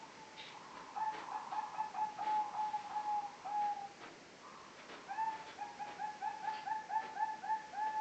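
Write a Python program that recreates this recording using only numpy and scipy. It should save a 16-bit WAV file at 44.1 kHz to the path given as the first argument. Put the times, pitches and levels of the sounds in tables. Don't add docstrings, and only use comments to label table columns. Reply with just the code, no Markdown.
import sys
import numpy as np
from scipy import signal
from scipy.fft import rfft, irfft, next_fast_len
from scipy.io import wavfile
from scipy.ndimage import uniform_filter1d, map_coordinates

SR = 44100
rng = np.random.default_rng(int(sys.argv[2]) if len(sys.argv) > 2 else 0)


def to_wav(sig):
    pcm = np.clip(np.atleast_2d(sig), -1, 1) * 32767
    pcm = np.round(pcm).astype(np.int16)
    wavfile.write(sys.argv[1], SR, pcm.T)


N = 352844

# (time [s], rise [s], hold [s], level [dB], top pitch [Hz], second harmonic [dB], third harmonic [dB])
HUSKY_COOS = [(.95, 0.072, 0.063, -35, 872, -51, -65.5), (1.31, 0.048, 0.0046, -37, 855, -53.5, -61),
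              (1.51, 0.077, 0.0065, -34.5, 862, -50.5, -58), (1.735, 0.064, 0.011, -34.5, 869.7, -53, -55),
              (1.935, 0.082, 0.029, -34, 861, -55, -57.5), (2.175, 0.1, 0.13, -34, 860, -60.5, -68.5),
              (2.53, 0.0617, 0.17, -36.5, 856, -60.5, -69), (2.89, 0.073, 0.235, -36, 848.7, -59.5, -71),
              (3.445, 0.1, 0.218, -36, 837, -57, -58.5)]
# (time [s], length [s], level [dB], centre [Hz], width [octaves])
NOISE_BANDS = [(.365, 0.23, -53, 2600, 0.61), (.38, 0.14, -56.5, 3800, 0.051),
               (1.511, 0.11, -60.5, 3150, 0.46), (4.419, 0.49, -56.5, 1074, 0.23),
               (5.449, 0.12, -62, 3430, 0.054), (6.536, 0.13, -58.5, 4560, 0.076),
               (6.533, 0.11, -57.5, 2760, 0.26)]


def husky_dove():
    shape = dict(onset_db=-21.5, scoop_s=0.02, scoop_db=-9, ebb_db=-10, swell_s=0.013, ease_db_per_s=19, droop_db=1, release_s=0.019, release_db=8.5, ring_db_per_s=97.5, linger_s=0.15)
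    return dove(HUSKY_COOS, shape, ring_s=0.13, scoop=0.1405, climb=0.872, bend=1.913, sag=0.2396,
                fall=0.007, rasp=0.85, rasp_s=0.062, rough=0.053, flutter_db=6.5,
                follow=0.66, fade_db_per_s=38.5, overtone_rough=0.33,
                wet_db=-15, scoop_wet_db=-11, overtone_wet_db=-2)


def clear_dove():
    # (time [s], rise [s], hold [s], level [dB], top pitch [Hz], second harmonic [dB], third [dB])
    coos = [(5.07, 0.12, 0.11, -35.5, 888, -49.5, -55.5), (5.57, 0.041, 0.02, -38.5, 836, -56.5, -57.5),
            (5.78, 0.038, 0.013, -38, 842.5, -56, -56.5), (5.975, 0.064, 0.015, -36, 859, -51, -64),
            (6.2, 0.074, 0.0087, -33, 870.4, -50.5, -60), (6.42, 0.061, 0.017, -33.5, 872, -49, -60),
            (6.65, .062, 0.011, -31.5, 879, -47, -66), (6.885, 0.0727, 0.018, -31.5, 882, -47.5, -63),
            (7.145, 0.077, 0.026, -32, 878.4, -46.5, -63), (7.415, .084, 0.047, -33.5, 875, -48.5, -71),
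            (7.72, 0.1, 0.32, -36, 867, -49.5, -65)]
    shape = dict(onset_db=-19, scoop_s=0.031, scoop_db=-3.5, ebb_db=-9.5, swell_s=0.011, ease_db_per_s=55.5, droop_db=1.5, release_s=0.0093, release_db=8, ring_db_per_s=118.5, linger_s=.6)
    return dove(coos, shape, ring_s=0.17, scoop=0.21, climb=1.55, bend=2.9, sag=0.041,
                fall=0.013, rasp=0.33, rasp_s=0.057, rough=0.026, flutter_db=5,
                follow=0.44, fade_db_per_s=25, overtone_rough=0.3,
                wet_db=-12, scoop_wet_db=-3.5, overtone_wet_db=-5.5)


def dove(coos, shape, ring_s, scoop, climb, bend, sag, fall, rasp, rasp_s, rough, flutter_db,
         follow, fade_db_per_s, overtone_rough, wet_db, scoop_wet_db, overtone_wet_db):
    # (time [s], half width [s], depth [dB])
    dips = [(1.052, 0.0065, 20), (2.72, 0.013, 26), (2.804, 0.017, 15), (3.03, 0.033, 14.5),
            (3.75, 0.012, 25), (5.255, 0.008, 12.5), (7.921, 0.039, 6.5)]
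    attack_s, fade_out_s, pitch_fall_s, tremble = 0.011, 0.05, 0.032, 0.35
    out = np.zeros(N)
    for s, rise, hold, db, top_hz, second_db, third_db in coos:
        t = clock(rise + hold + ring_s)
        gate = np.sqrt(2) * np.clip(np.minimum(t / attack_s, (t[-1] - t) / fade_out_s), 0, 1)
        climbing = np.clip(1 - t / (climb * rise), 0, 1)
        released = np.clip((t - rise - hold) / pitch_fall_s, 0, 1)
        pitch_hz = top_hz * (1 - scoop * climbing ** bend - sag * t ** 2 - fall * released)
        phase = 2 * np.pi * np.cumsum(pitch_hz) / SR
        unrest = rough + rasp * np.exp(-(t / rasp_s) ** 2)
        tone = gate * np.sin(phase + unrest * wobble(t, 220))
        tone *= 1 + tremble * unrest * wobble(t, 160)
        level_db = uniform_filter1d(coo_level(t, rise, hold, **shape), size=SR // 70)
        flank = np.clip(-level_db / 10, 0, 1)
        dips_db = sum(depth * np.exp(-((s + t - at) / width) ** 2) for at, width, depth in dips)
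        tone *= amp(db + level_db - dips_db + flutter_db * flank * (0.95 - np.abs(wobble(t, 50))))
        early = np.sin(np.pi / 2 * np.clip(1 - t / rise, 0, 1))
        add(out, s, aviary(tone * early, scoop_wet_db) + aviary(tone * (1 - early), wet_db))
        overtones = np.zeros(len(t))
        for k, harmonic_db in [(2, second_db), (3, third_db)]:
            gain = amp(harmonic_db + follow * level_db - fade_db_per_s * (k - 1) * t)
            overtones += gain * np.sin(k * (phase + overtone_rough * wobble(t, 130)))
        add(out, s, aviary(gate * overtones, overtone_wet_db))
    return out


def coo_level(t, rise, hold, onset_db, scoop_s, scoop_db, ebb_db, swell_s, ease_db_per_s, droop_db,
              release_s, release_db, ring_db_per_s, linger_s):
    ebb = max(rise - swell_s, scoop_s)
    push = np.interp(t, [0, scoop_s, ebb, max(rise, ebb + 0.004)], [onset_db, scoop_db, ebb_db, 0])
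    easing = ease_db_per_s * np.maximum(rise - t, 0)
    tiring = droop_db * np.clip((t - rise) / hold, 0, 1) ** 4
    after = np.maximum(t - rise - hold, 0)
    fading = ring_db_per_s * after / (1 + hold / linger_s)
    return push - easing - tiring - release_db * np.minimum(after / release_s, 1) - fading


def croaks(level_db, length_s):
    # (centre [Hz], width [Hz], level [dB])
    resonances = [(660, 52, -12.5), (753, 15, 6), (1090, 230, -11.5), (1272, 49, -3), (1480, 240, -16),
                  (2510, 100, -19)]

    def throat_db(hz):
        power = sum(amp(db) ** 2 / (1 + ((hz - centre) / width) ** 2) ** 2
                    for centre, width, db in resonances)
        return 10 * np.log10(power)

    out, t = np.zeros(N), clock(length_s)
    for s, *_ in HUSKY_COOS:
        add(out, s, aviary(amp(level_db) * swell(t, 0.7) * noise(t, throat_db), wet_db=-3.5))
    return out


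def far_doves():
    # (time [s], length [s], level [dB])
    chorus = [(-.06, .22, -60.5), (.45, 1, -54.5), (1.15, 0.89, -48), (2.35, 0.47, -53), (2.75, 1, -54.5),
              (4.95, .5, -59)]
    # (frequency [Hz], relative level [dB])
    colour = [(600, -49.5), (820, 1.5), (960, 3.5), (1060, 3), (1180, -7), (1350, -11), (1800, -41)]
    # (time [s], length [s], pitch [Hz], level [dB])
    coos = [(0, 0.063, 890, -49.5), (.17, 0.14, 874, -52.5), (.36, 0.088, 872, -51.5),
            (.54, 0.051, 845, -50), (5.614, 0.18, 932, -52)]
    out = np.zeros(N)
    for s, length, db in chorus:
        t = clock(length)
        add(out, s, amp(db) * swell(t, 0.58) * noise(t, lambda hz: along(colour, hz)))
    for s, length, hz, db in coos:
        t = clock(length)
        coo = amp(db) * swell(t, 0.62) * np.sin(2 * np.pi * hz * t + 1.1 * wobble(t, 64))
        add(out, s, aviary(coo, wet_db=-7))
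    soft_wash = band_swells(band for band in NOISE_BANDS if band[3] < 2000)
    return out + soft_wash


def wings():
    # (time [s], length [s], level [dB], tilt [dB per octave])
    rustles = [(0.135, 0.077, -65, 2), (0.744, .1, -54, -2.5), (1.12, 0.14, -48, -0.5),
               (2.221, 0.21, -49, -0.5), (2.55, 0.75, -61, 3.5), (3.607, 0.1, -52.5, -1),
               (4.003, 0.12, -50.5, -1.5), (4.766, 0.096, -54, -1), (4.885, 0.11, -47, -1),
               (5.292, 0.21, -54, -1), (5.464, 0.085, -51.5, 2), (5.858, 0.14, -53, -1.5),
               (6.428, 0.27, -55, 1.5), (7.011, .11, -50.5, -1), (7.861, 0.044, -51.5, -2)]
    # (frequency [Hz], relative level [dB])
    feathers = [(100, -19.5), (300, 2.5), (900, 2.5), (2000, 1), (3200, -6), (4500, -9.5), (7000, -27)]
    flutter_db = 1.7
    out = np.zeros(N)
    for s, length, db, tilt_db in rustles:
        t = clock(length)
        puff = noise(t, lambda hz: along(feathers, hz) + tilt_db * np.log2(hz / 1500 + 0.01))
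        envelope = amp(db + flutter_db * wobble(t, 110)) * swell(t, 0.51)
        add(out, s, aviary(envelope * puff, wet_db=-6))
    return out


def small_birds():
    return band_swells(band for band in NOISE_BANDS if band[3] >= 2000)


def outdoor_air():
    # (frequency [Hz], relative level [dB])
    colour = [(15, -41.5), (25, -20.5), (60, -14), (100, -10.5), (170, -1.5), (330, -1), (600, -2.5),
              (900, -4), (1300, -6.5), (2100, -6.5), (3400, -13.5), (5500, -15), (7300, -18), (8700, -32.5)]
    t = np.arange(N) / SR
    return amp(-57.5 + 0.47 * wobble(t, 1)) * noise(t, lambda hz: along(colour, hz))


def camera_whine(fundamental_hz):
    # (harmonic [number], level [dB])
    partials = [(15, -84.5), (16, -80.5), (17, -83.5), (18, -81), (19, -82.5), (20, -84), (21, -83),
                (22, -81.5), (23, -86)]
    t = np.arange(N) / SR
    return np.sqrt(2) * sum(amp(db) * np.sin(2 * np.pi * (k * fundamental_hz * t + rng.random()))
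                            for k, db in partials)


def aviary(x, wet_db):
    # (frequency [Hz], time to fall 60 dB [s])
    decay_times = [(200, 0.89), (900, 0.6), (3000, 0.34), (8000, 0.11)]
    hz, t, spectra = signal.stft(rng.standard_normal(SR // 2), SR, nperseg=256)
    decay = amp(-60 * t / along(decay_times, hz)[:, None])
    tail = signal.istft(spectra * decay, SR, nperseg=256)[1]
    response = amp(wet_db) * tail / np.linalg.norm(tail)
    response[0] += 1
    heard = signal.fftconvolve(x, response)
    return heard * np.linalg.norm(x) / np.linalg.norm(heard)


def band_swells(bands):
    out = np.zeros(N)
    for s, length, db, centre_hz, width in bands:
        t = clock(length)
        band = noise(t, lambda hz: -4.3 * (np.log2((hz + 1) / centre_hz) / width) ** 2)
        envelope = amp(db + 2.9 * wobble(t, 150)) * swell(t, 0.32)
        add(out, s, aviary(envelope * band, wet_db=-3.5))
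    return out


def amp(db):
    return 10 ** (np.asarray(db) / 20)


def along(points, hz):
    frequencies, values = np.transpose(points)
    return np.interp(np.log(hz + 1), np.log(frequencies + 1), values)


def clock(length):
    return np.arange(int(length * SR)) / SR


def wobble(t, rate):
    return map_coordinates(rng.standard_normal(int(t[-1] * rate) + 4), [t * rate], mode="nearest")


def filtered(x, gain):
    size = next_fast_len(len(x) + 8192)
    return irfft(rfft(x, size) * gain(np.fft.rfftfreq(size, 1 / SR)), size)[:len(x)]


def noise(t, colour):
    x = filtered(rng.standard_normal(len(t)), lambda hz: amp(colour(hz)))
    return x / np.sqrt(np.mean(x ** 2) + 1e-20)


def swell(t, skew):
    return np.abs(np.sin(np.pi * (t / t[-1]) ** skew))


def add(track, s, sound):
    start = max(round(s * SR), 0)
    part = track[start:start + len(sound)]
    part += sound[:len(part)]


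def scene():
    near_doves = husky_dove() + clear_dove() + croaks(level_db=-48.5, length_s=0.045)
    other_birds = far_doves() + wings() + small_birds()
    background = outdoor_air() + camera_whine(fundamental_hz=275.35)
    return (near_doves + other_birds + background)[None]


def record(dry):
    top_hz = 8300
    return filtered(dry[0], lambda hz: 1 / np.sqrt(1 + (hz / top_hz) ** 80))[None]


dry = scene()
out = record(dry)
to_wav(out)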